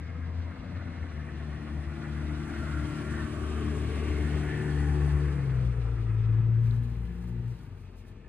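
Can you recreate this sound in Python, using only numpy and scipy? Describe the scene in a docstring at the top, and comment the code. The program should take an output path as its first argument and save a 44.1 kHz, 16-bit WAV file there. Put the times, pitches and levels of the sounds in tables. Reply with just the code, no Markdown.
"""Eight-cylinder drive-by

A vehicle with a lumpy engine passes a house, heard on two ports of a phone close to the siding.
Its exhaust drones, sinks into a pipe resonance, booms and goes off throttle. Tyres, a high hiss and
brief whines come and go over far traffic. Late on, the hand or sleeve on the phone rustles faintly."""
import sys
import numpy as np
from scipy import signal
from scipy.fft import rfft, irfft
from scipy.io import wavfile
from scipy.ndimage import uniform_filter1d

SR = 44100
rng = np.random.default_rng(int(sys.argv[2]) if len(sys.argv) > 2 else 0)


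def file_out(sig):
    """Save sig as 16-bit WAV at sys.argv[1]."""
    # one column per channel
    cols = np.atleast_2d(sig).T
    # limit, then scale
    lim = np.clip(cols, -1, 1)
    pcm = np.round(lim * 32767).astype(np.int16)
    wavfile.write(sys.argv[1], SR, pcm)


N = 365148
T = np.arange(N) / SR
FREQ_HZ = np.maximum(np.arange(N // 2 + 1) * SR / N, 1)

# Noise colours. Each row: frequency in Hz, relative level in dB.
TRAFFIC_COLOUR = [(20, -15.5), (45, 7), (110, 10.5), (250, 1), (450, -29), (600, -32.5), (850, -32.5),
                  (1600, -34), (2500, -19), (4000, -45.5), (8000, -42), (15000, -56.5)]
CLOTH_COLOUR = [(1500, -10), (3800, 5), (6000, 2), (8000, -2), (10500, 1), (14000, -3), (16000, -8)]
TREAD_COLOUR = [(350, -3.5), (520, -12.5), (700, -9), (960, -9), (1130, -3.5), (1600, -3), (2120, -4.5),
                (2280, -7.5), (2450, -5), (3000, -8), (3500, -10), (4300, -12.5), (5800, -19), (12000, -54)]
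FIRING_COLOUR = [(20, -40.5), (40, -7.5), (60, -5), (110, 3.5), (170, -3), (260, -1.1), (380, 0), (470, 4),
                 (560, -14.5), (700, -11), (900, -33), (2500, -100)]
# High hiss. Each row: frequency in Hz, relative level in dB.
HIGH_HISS_COLOUR = [(2500, -17), (4200, -13.5), (5400, 1), (7000, -1), (10000, 0), (11500, -16),
                    (14000, -12.5), (15500, -19)]
# Slides of hand or sleeve. Each row: centre in seconds, half length in seconds, level in dB.
RUSTLES = [(6.68, .07, -66), (6.76, .05, -69), (6.843, .02, -66), (6.92, .09, -70.5), (7.055, .06, -70.5),
           (7.16, .07, -70), (7.235, .025, -68.5), (7.285, .035, -69), (7.4, .7, -76), (7.51, .065, -70),
           (7.625, .055, -70.5), (7.81, .05, -73), (7.99, .035, -69), (8.085, .035, -70.5)]
# Whines and swells of pitched noise.
# Each row: centre and half length in seconds, pitch and half width in Hz, level in dB.
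PITCHED_SWELLS = [(.75, .3, 580, 32, -57), (2.75, .62, 1380, 20, -54), (2.72, .13, 1440, 110, -49),
                  (2.85, .45, 1850, 360, -51), (3.17, .13, 1775, 45, -53), (3.1, 1.1, 616, 24, -57),
                  (3.17, .09, 1440, 130, -50.5), (3.45, .17, 1520, 38, -55), (3.45, .3, 1210, 45, -55),
                  (3.55, .65, 1120, 40, -54), (4.003, .58, 426, 15, -47), (4.16, .58, 2400, 890, -52.5),
                  (4.1, .25, 2130, 60, -58), (4.25, .04, 1765, 50, -51), (4.6, .35, 1900, 230, -53.5),
                  (4.8, .4, 1760, 50, -54), (4.5, .5, 1470, 70, -56), (4.35, .25, 705, 45, -54),
                  (4.93, .2, 815, 75, -49), (5.1, .25, 1105, 34, -56), (5.286, .13, 1590, 348, -52),
                  (5.6, .35, 518, 38, -57.5), (6.814, 1, 856, 150, -65)]
# Engine speed. Each row: time in seconds, firing rate of one cylinder bank in Hz.
BANK_RATE = [(0, 80.94), (.5, 84.8), (.72, 89.5), (1.05, 82), (1.22, 74.7), (2.8, 74.7), (3.6, 74.9),
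             (4.5, 74.2), (4.85, 73), (5.32, 71.6), (5.7, 60.5), (6.12, 54.8), (6.76, 58.5), (7.15, 58.6),
             (7.52, 59.2), (7.7, 47), (8.28, 42)]
# Rough exhaust. Each row: time in seconds, relative burble and rasp levels in dB.
ROUGH_LEVELS = [(0, -50.5, -54), (.9, -45.5, -51), (1.6, -49, -52.5), (2.2, -48, -50.5),
                (2.8, -43.5, -48.5), (3.55, -43.5, -44.5), (4.1, -42, -42), (5.22, -50, -43),
                (5.5, -43, -46.5), (6.05, -45, -50), (6.5, -41.5, -53), (7.1, -48.5, -55.5),
                (7.5, -49, -58), (7.7, -53, -63.5), (8.28, -88, -58)]
# Band cancelled by the road reflection. Each row: time in seconds, frequency in Hz.
ROAD_NOTCH = [(0, 392), (2.45, 452), (3.4, 482), (4.4, 565), (5.2, 690), (8.28, 652)]
# Overtone swells. Each row: centre and half length in seconds, multiple of the bank rate, level in dB.
OVERTONES = [(2.9, .4, 1.5, -46), (3.85, .22, 1.5, -41.5), (4.65, .35, 1.5, -40.5), (5.35, .06, 2.5, -46),
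             (6.4, .11, 2.5, -45), (7.77, .12, 2.5, -47), (.6, .6, 3, -52), (3, 1.9, 3, -47.5),
             (1.6, .3, 3, -49), (2.15, .16, 3, -44.5), (2.6, .12, 3, -45), (3.15, .2, 3, -43),
             (3.68, .16, 3, -39.5), (4.25, .2, 3, -43.5), (4.85, .25, 3, -44.5), (5.65, .09, 3, -44),
             (7.2, .32, 3, -42), (3.7, 1.5, 4, -46.5), (1.65, .15, 4, -49), (2.32, .2, 4, -44.5),
             (2.87, .11, 4, -39), (3.3, .14, 4, -43), (3.67, .09, 4, -40.5), (4.27, .25, 4, -41.5),
             (4.92, .36, 4, -43.5), (6.78, .3, 4, -47.5), (7.35, .13, 4, -51), (2.8, 1.1, 4.5, -49),
             (1.33, .08, 4.5, -51), (2, .13, 4.5, -46), (2.53, .14, 4.5, -44), (3, .25, 4.5, -46),
             (4.1, .2, 4.5, -46), (5.42, .12, 4.5, -52), (4.3, 1, 5, -47.5), (1.5, .2, 5, -57),
             (3.05, .09, 5, -48), (3.5, .23, 5, -46.5), (4, .2, 5, -48), (4.65, .12, 5, -42),
             (4.98, .13, 5, -44), (5.24, .08, 5, -44), (6, .12, 6, -54), (6.42, .2, 6, -50.5),
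             (7.3, .3, 6, -57)]
# Drone, dying as the throttle closes. Each row: time in seconds, base level in dB.
DRONE_LEVEL = [(0, -38.5), (.35, -33.5), (1.2, -39), (2.3, -34), (2.8, -33), (3.2, -35.5), (4.2, -30),
               (5.1, -26.5), (5.8, -32), (6.27, -35.5), (6.5, -38), (7.0, -35), (7.51, -42), (7.6, -51.5),
               (8.28, -50)]
# Drone dips. Each row: centre and half length in seconds, multiple of the bank rate, gain in dB.
DRONE_DIPS = [(0.627, 0.081, 1, -20), (0.93, 0.038, 1, -8), (1.115, 0.041, 1, 1), (1.634, 0.066, 1, -7),
              (2.018, 0.062, 1, -12), (2.497, 0.085, 1, -10), (2.97, 0.091, 1, -11), (3.322, 0.056, 1, -8),
              (4.595, 0.16, 1, -13), (5.436, 0.1, 1, -10), (0.406, 0.2, 2, -4), (2.53, 0.064, 2, -19.5),
              (3.496, 0.16, 2, -10.5), (4, 0.15, 2, -12), (5.846, 0.36, 2, -14), (7.115, 0.28, 2, -22),
              (7.604, 0.059, 2, -21), (8.252, 0.15, 2, -8)]
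# Main exhaust resonance. Each row: centre in Hz, half width in Hz, gain in dB.
PIPE_RESONANCE = [(114.34, 33.9, 32)]
# Microphone pair. Each row: frequency in Hz, likeness 0-1, left lead in radians, left minus right in dB.
PORTS = [(60, 1, 0, 4.8), (280, .998, -.12, 5), (450, .95, -.3, 6), (700, .72, -1.1, 4),
         (1030, .7, -1.1, 1.5), (1400, .75, -.45, .3), (1800, .92, 0, 0), (2600, .65, .7, 0),
         (3500, .45, 2.2, 0), (4400, .3, 2.6, 0), (5600, .8, 3.4, 0), (7000, .85, 4.8, 0),
         (8300, .9, 6.2, 0), (10200, .85, 7.7, 0), (15000, .85, 12.5, 0)]
# Pass-by laws. Each row: level in dB, approach rise and leaving fall in dB/s, line-of-sight gain in dB.
ROAR_PASS = (-49.5, 1.2, 4, 3.5)
SING_PASS = (-50.5, 1.52, 6, -1.5)
RUSH_PASS = (-60, 1.5, 4.5, 3.5)
HISS_PASS = (-67, 6, 9.5, 6)

APPEARS_S, HIDES_S, EDGE_S = 2.47, 5.22, 0.14  # line of sight


def undb(db):
    """Decibels to gain."""
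    return 10 ** (np.asarray(db) / 20)


def unit(x):
    """Scale to rms 1."""
    return x / np.sqrt(np.mean(x ** 2))


def steady(x):
    """Hold rms at 1 over half a second."""
    return x / np.sqrt(uniform_filter1d(x ** 2, SR // 2) + 1e-12)


def over_time(table):
    """Columns of a time table, per sample."""
    s, *columns = np.transpose(table)
    return [np.interp(T, s, c) for c in columns]


def over_hz(table):
    """Columns of a frequency table, per bin."""
    hz, *columns = np.transpose(table)
    return [np.interp(np.log(FREQ_HZ), np.log(hz), c) for c in columns]


def colour(table):
    """Gain per bin of a colour table."""
    return undb(over_hz(table)[0])


def filtered(x, gain):
    """Apply a gain per bin."""
    return irfft(rfft(x) * gain, N)


def shape(x, gain):
    """Filter, then scale to rms 1."""
    return unit(filtered(x, gain))


def below(hz, order=6):
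    """Low-pass gain."""
    return 1 / np.sqrt(1 + (FREQ_HZ / hz) ** (2 * order))


def above(hz, order=6):
    """High-pass gain."""
    return np.sqrt(1 - below(hz, order) ** 2)


def resonance(hz, half_width_hz):
    """Gain of a resonant peak."""
    return 1 / (1 + ((FREQ_HZ - hz) / half_width_hz) ** 2)


def noise(gain):
    """Two noises of one colour: one for both ports, one for the right only."""
    return shape(rng.standard_normal((2, N)), gain)


def walk(hz):
    """Smooth random wander, rms 1."""
    return shape(rng.standard_normal(N), below(hz, order=3))


def swell(centre_s, half_s):
    """Bell curve in time, peak 1."""
    return np.exp(-((T - centre_s) / half_s) ** 2)


def tone(cycles):
    """Sine of rms 1, random start phase."""
    return np.sqrt(2) * np.sin(2 * np.pi * (cycles + rng.random()))


def past(s):
    """Smooth 0-to-1 step as the vehicle passes an edge."""
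    return (1 + np.tanh((T - s) / EDGE_S / 2)) / 2


def passing_db(db, rise_db_per_s, fall_db_per_s, sight_db):
    """Level of a source that nears, comes into sight, hides and recedes."""
    approach_db = rise_db_per_s * np.maximum(APPEARS_S - T, 0)
    leaving_db = fall_db_per_s * np.maximum(T - HIDES_S, 0)
    return db - approach_db - leaving_db + sight_db * (past(APPEARS_S) - past(HIDES_S))


def far_traffic(level_db=-50):
    """Distant rumble, gently heaving."""
    return noise(colour(TRAFFIC_COLOUR)) * undb(level_db + 0.23 * walk(0.86))


def handling(grain_db=1.4, tick_s=6.709, decay_s=.003, case_hz=3900, half_width_hz=800):
    """Grainy slides of skin or cloth; a tick and a scrape ring dully in the phone's case."""
    rubbing = np.sqrt(sum((undb(db) * swell(s, half_s)) ** 2 for s, half_s, db in RUSTLES))
    grain = undb(grain_db * walk(70))
    rustle = noise(colour(CLOTH_COLOUR)) * rubbing * grain
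    tick = undb(-48) * (T >= tick_s) * np.exp(-np.abs(T - tick_s) / decay_s)
    scrape = undb(-68) * swell(6.848, half_s=.022)
    ring = noise(resonance(case_hz, half_width_hz)) * (tick + scrape)
    return rustle + filtered(ring, below(case_hz + half_width_hz))


def wall_echoes(x, depth_db, change_s=.7, size=2048):
    """Fine spectral peaks and dips from the walls, shifting as the vehicle moves."""
    spectra = signal.stft(x, nperseg=size)[2]
    frames = int(change_s * SR / (size / 2))
    ripple = uniform_filter1d(rng.standard_normal(spectra.shape[1:]), size=3, axis=0)
    ripple = unit(uniform_filter1d(ripple, frames, axis=1))
    return unit(signal.istft(spectra * undb(depth_db * ripple))[1][:, :N])


def high_hiss(ripple_db=1.25, flutter_db=.94):
    """High hiss; swells and fades with the pass."""
    hiss = wall_echoes(noise(colour(HIGH_HISS_COLOUR)), ripple_db)
    return hiss * undb(passing_db(*HISS_PASS) + flutter_db * walk(20))


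def tyres(ripple_db=2.5, flutter_db=1, surge_db=1.13):
    """Tread noise in three bands; each swells and fades at its own rate."""
    bands = [(below(994), ROAR_PASS), (above(840) * below(2240), SING_PASS), (above(2450), RUSH_PASS)]
    tread = 0
    for band, law in bands:
        rolling = wall_echoes(noise(colour(TREAD_COLOUR) * band), ripple_db)
        tread += rolling * undb(passing_db(*law) + flutter_db * walk(24) + surge_db * walk(9.7))
    return tread


def crank(waver_share=.004, waver_s=.04, stumble_cycles=.012):
    """Running count of one bank's firings; unsteady as speed changes and as the engine labours."""
    rate_hz = over_time(BANK_RATE)[0]
    change_per_s = np.abs(np.gradient(np.log(rate_hz))) * SR
    unsteady = 1 + (waver_share + waver_s * np.minimum(change_per_s, .5)) * walk(20)
    stumble = stumble_cycles * swell(5.4, half_s=.7) * walk(35)
    return np.cumsum(rate_hz * unsteady) / SR + stumble


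def clatter(cycles, fade_hz=3.33):
    """Four rough patterns, repeating every second bank firing, each fading in and out."""
    patterns = rng.standard_normal((4, 1024))
    place = np.linspace(0, 1, patterns.shape[1])
    return unit(sum(np.interp(cycles / 2 % 1, place, pattern) * walk(fade_hz) for pattern in patterns))


def engine_whine(rattle, trim_db=-3):
    """Fine lines of clatter, heard while the engine bay faces the phone."""
    facing = swell(3.6, half_s=1.8)
    return shape(rattle, above(600) * below(2900)) * facing * undb(passing_db(*SING_PASS) + trim_db)


def pitched_swells(rattle, flicker_db=1.6, waver=.004):
    """Brief whines and broad swells of pitched noise in the pass; a soft midrange wash as it recedes."""
    drive = rattle / 2 + rng.standard_normal((2, N))
    ringing = 0
    for s, half_s, hz, half_width_hz, db in PITCHED_SWELLS:
        envelope = swell(s, half_s) * undb(db + flicker_db * walk(5.1))
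        ringing += shape(drive, resonance(hz, half_width_hz)) * envelope
    warped_s = T + waver * np.cumsum(walk(5) - walk(5)) / SR  # pitch wavers
    return np.array([np.interp(warped_s, T, channel) for channel in ringing])


def rough_exhaust(cycles, road_gain=.86, hollow_hz=282, burble_trim_db=2.8, rasp_trim_db=-2.5):
    """Unequal firings of both banks: low burble, and rasp that opens as the tailpipe comes round."""
    fired = np.flatnonzero(np.diff(np.floor(2 * cycles)))
    pulses = np.zeros(N)
    pulses[fired] = rng.uniform(-0.99, 1, len(fired))
    rough = shape(unit(pulses) + rng.standard_normal(N), colour(FIRING_COLOUR))
    road_delay_s = .5 / over_time(ROAD_NOTCH)[0]
    rough += road_gain * np.interp(T - road_delay_s, T, rough)
    # low mids hollow out once the vehicle is hidden
    rough -= .98 * past(HIDES_S) * filtered(rough, resonance(hollow_hz, half_width_hz=64))
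    burble_db, rasp_db = over_time(ROUGH_LEVELS)
    burble = steady(shape(rough, below(272, order=8))) * undb(burble_db + burble_trim_db)
    rasp = steady(shape(rough, above(280, order=8))) * undb(rasp_db + rasp_trim_db)
    return burble + rasp


def pipe_overtones(cycles, sway_db=1):
    """Higher exhaust tones swell in turn; unequal cylinders give the half multiples."""
    out = 0
    for multiple in sorted({row[2] for row in OVERTONES}):
        power = sum((undb(db) * swell(s, half_s)) ** 2 for s, half_s, k, db in OVERTONES if k == multiple)
        out += np.sqrt(power) * undb(sway_db * walk(4.4)) * tone(multiple * cycles)
    return out


def drone_tone(cycles, multiple, level_db, throb_db):
    """One low exhaust tone; it throbs and dips briefly."""
    dip_db = sum(db * swell(s, half_s) for s, half_s, k, db in DRONE_DIPS if k == multiple)
    throb = unit(walk(16) + .5 * walk(37))
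    return undb(level_db + dip_db + throb_db * throb) * tone(multiple * cycles)


def pipe_drone(cycles, second_db=-17, throb_db=1.6, boom_throb_db=.6, thump_hz=57):
    """Two lowest exhaust tones; the second booms in the pipe resonance. A thump leads the rev break."""
    second_hz = 2 * over_time(BANK_RATE)[0]
    level_db = over_time(DRONE_LEVEL)[0]
    boom_db = sum(db * np.exp(-((second_hz - hz) / half_hz) ** 2) for hz, half_hz, db in PIPE_RESONANCE)
    rev_break = swell(.95, half_s=.3)
    first = drone_tone(cycles, 1, level_db, throb_db + 1.7 * rev_break)
    # resonance steadies the second tone
    held_throb_db = np.interp(boom_db / boom_db.max(), [.25, .5], [throb_db, boom_throb_db])
    second = drone_tone(cycles, 2, level_db + second_db + boom_db, held_throb_db)
    thump = undb(-42) * swell(.62, half_s=.065) * tone(thump_hz * T)
    return first + second + thump


def ports(shared, right_only):
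    """The right port hears the sound phase-shifted, with less bass, partly from other directions."""
    likeness, lead_rad, balance_db = over_hz(PORTS)
    left = rfft(shared)
    right = (likeness * left + np.sqrt(1 - likeness ** 2) * rfft(right_only)) * np.exp(-1j * lead_rad)
    left_share = 1 / (1 + undb(-balance_db))
    return irfft(2 * np.array([left_share * left, (1 - left_share) * right]), N)


def scene():
    """Vehicle, far traffic and hand at the two ports."""
    cycles = crank()
    rush = tyres() + high_hiss()
    rattle = np.array([clatter(cycles), clatter(cycles)])
    shared, right_only = rush + engine_whine(rattle) + pitched_swells(rattle) + far_traffic() + handling()
    exhaust = rough_exhaust(cycles) + pipe_drone(cycles) + pipe_overtones(cycles)
    return ports(shared + exhaust, right_only)


def record(dry, bass_hz=35, top_hz=15400):
    """The phone cuts the deepest bass and the top."""
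    lean = filtered(dry, above(bass_hz, order=4))
    return signal.sosfilt(signal.ellip(12, .2, 80, top_hz, fs=SR, output="sos"), lean)


dry = scene()
out = record(dry)
file_out(out)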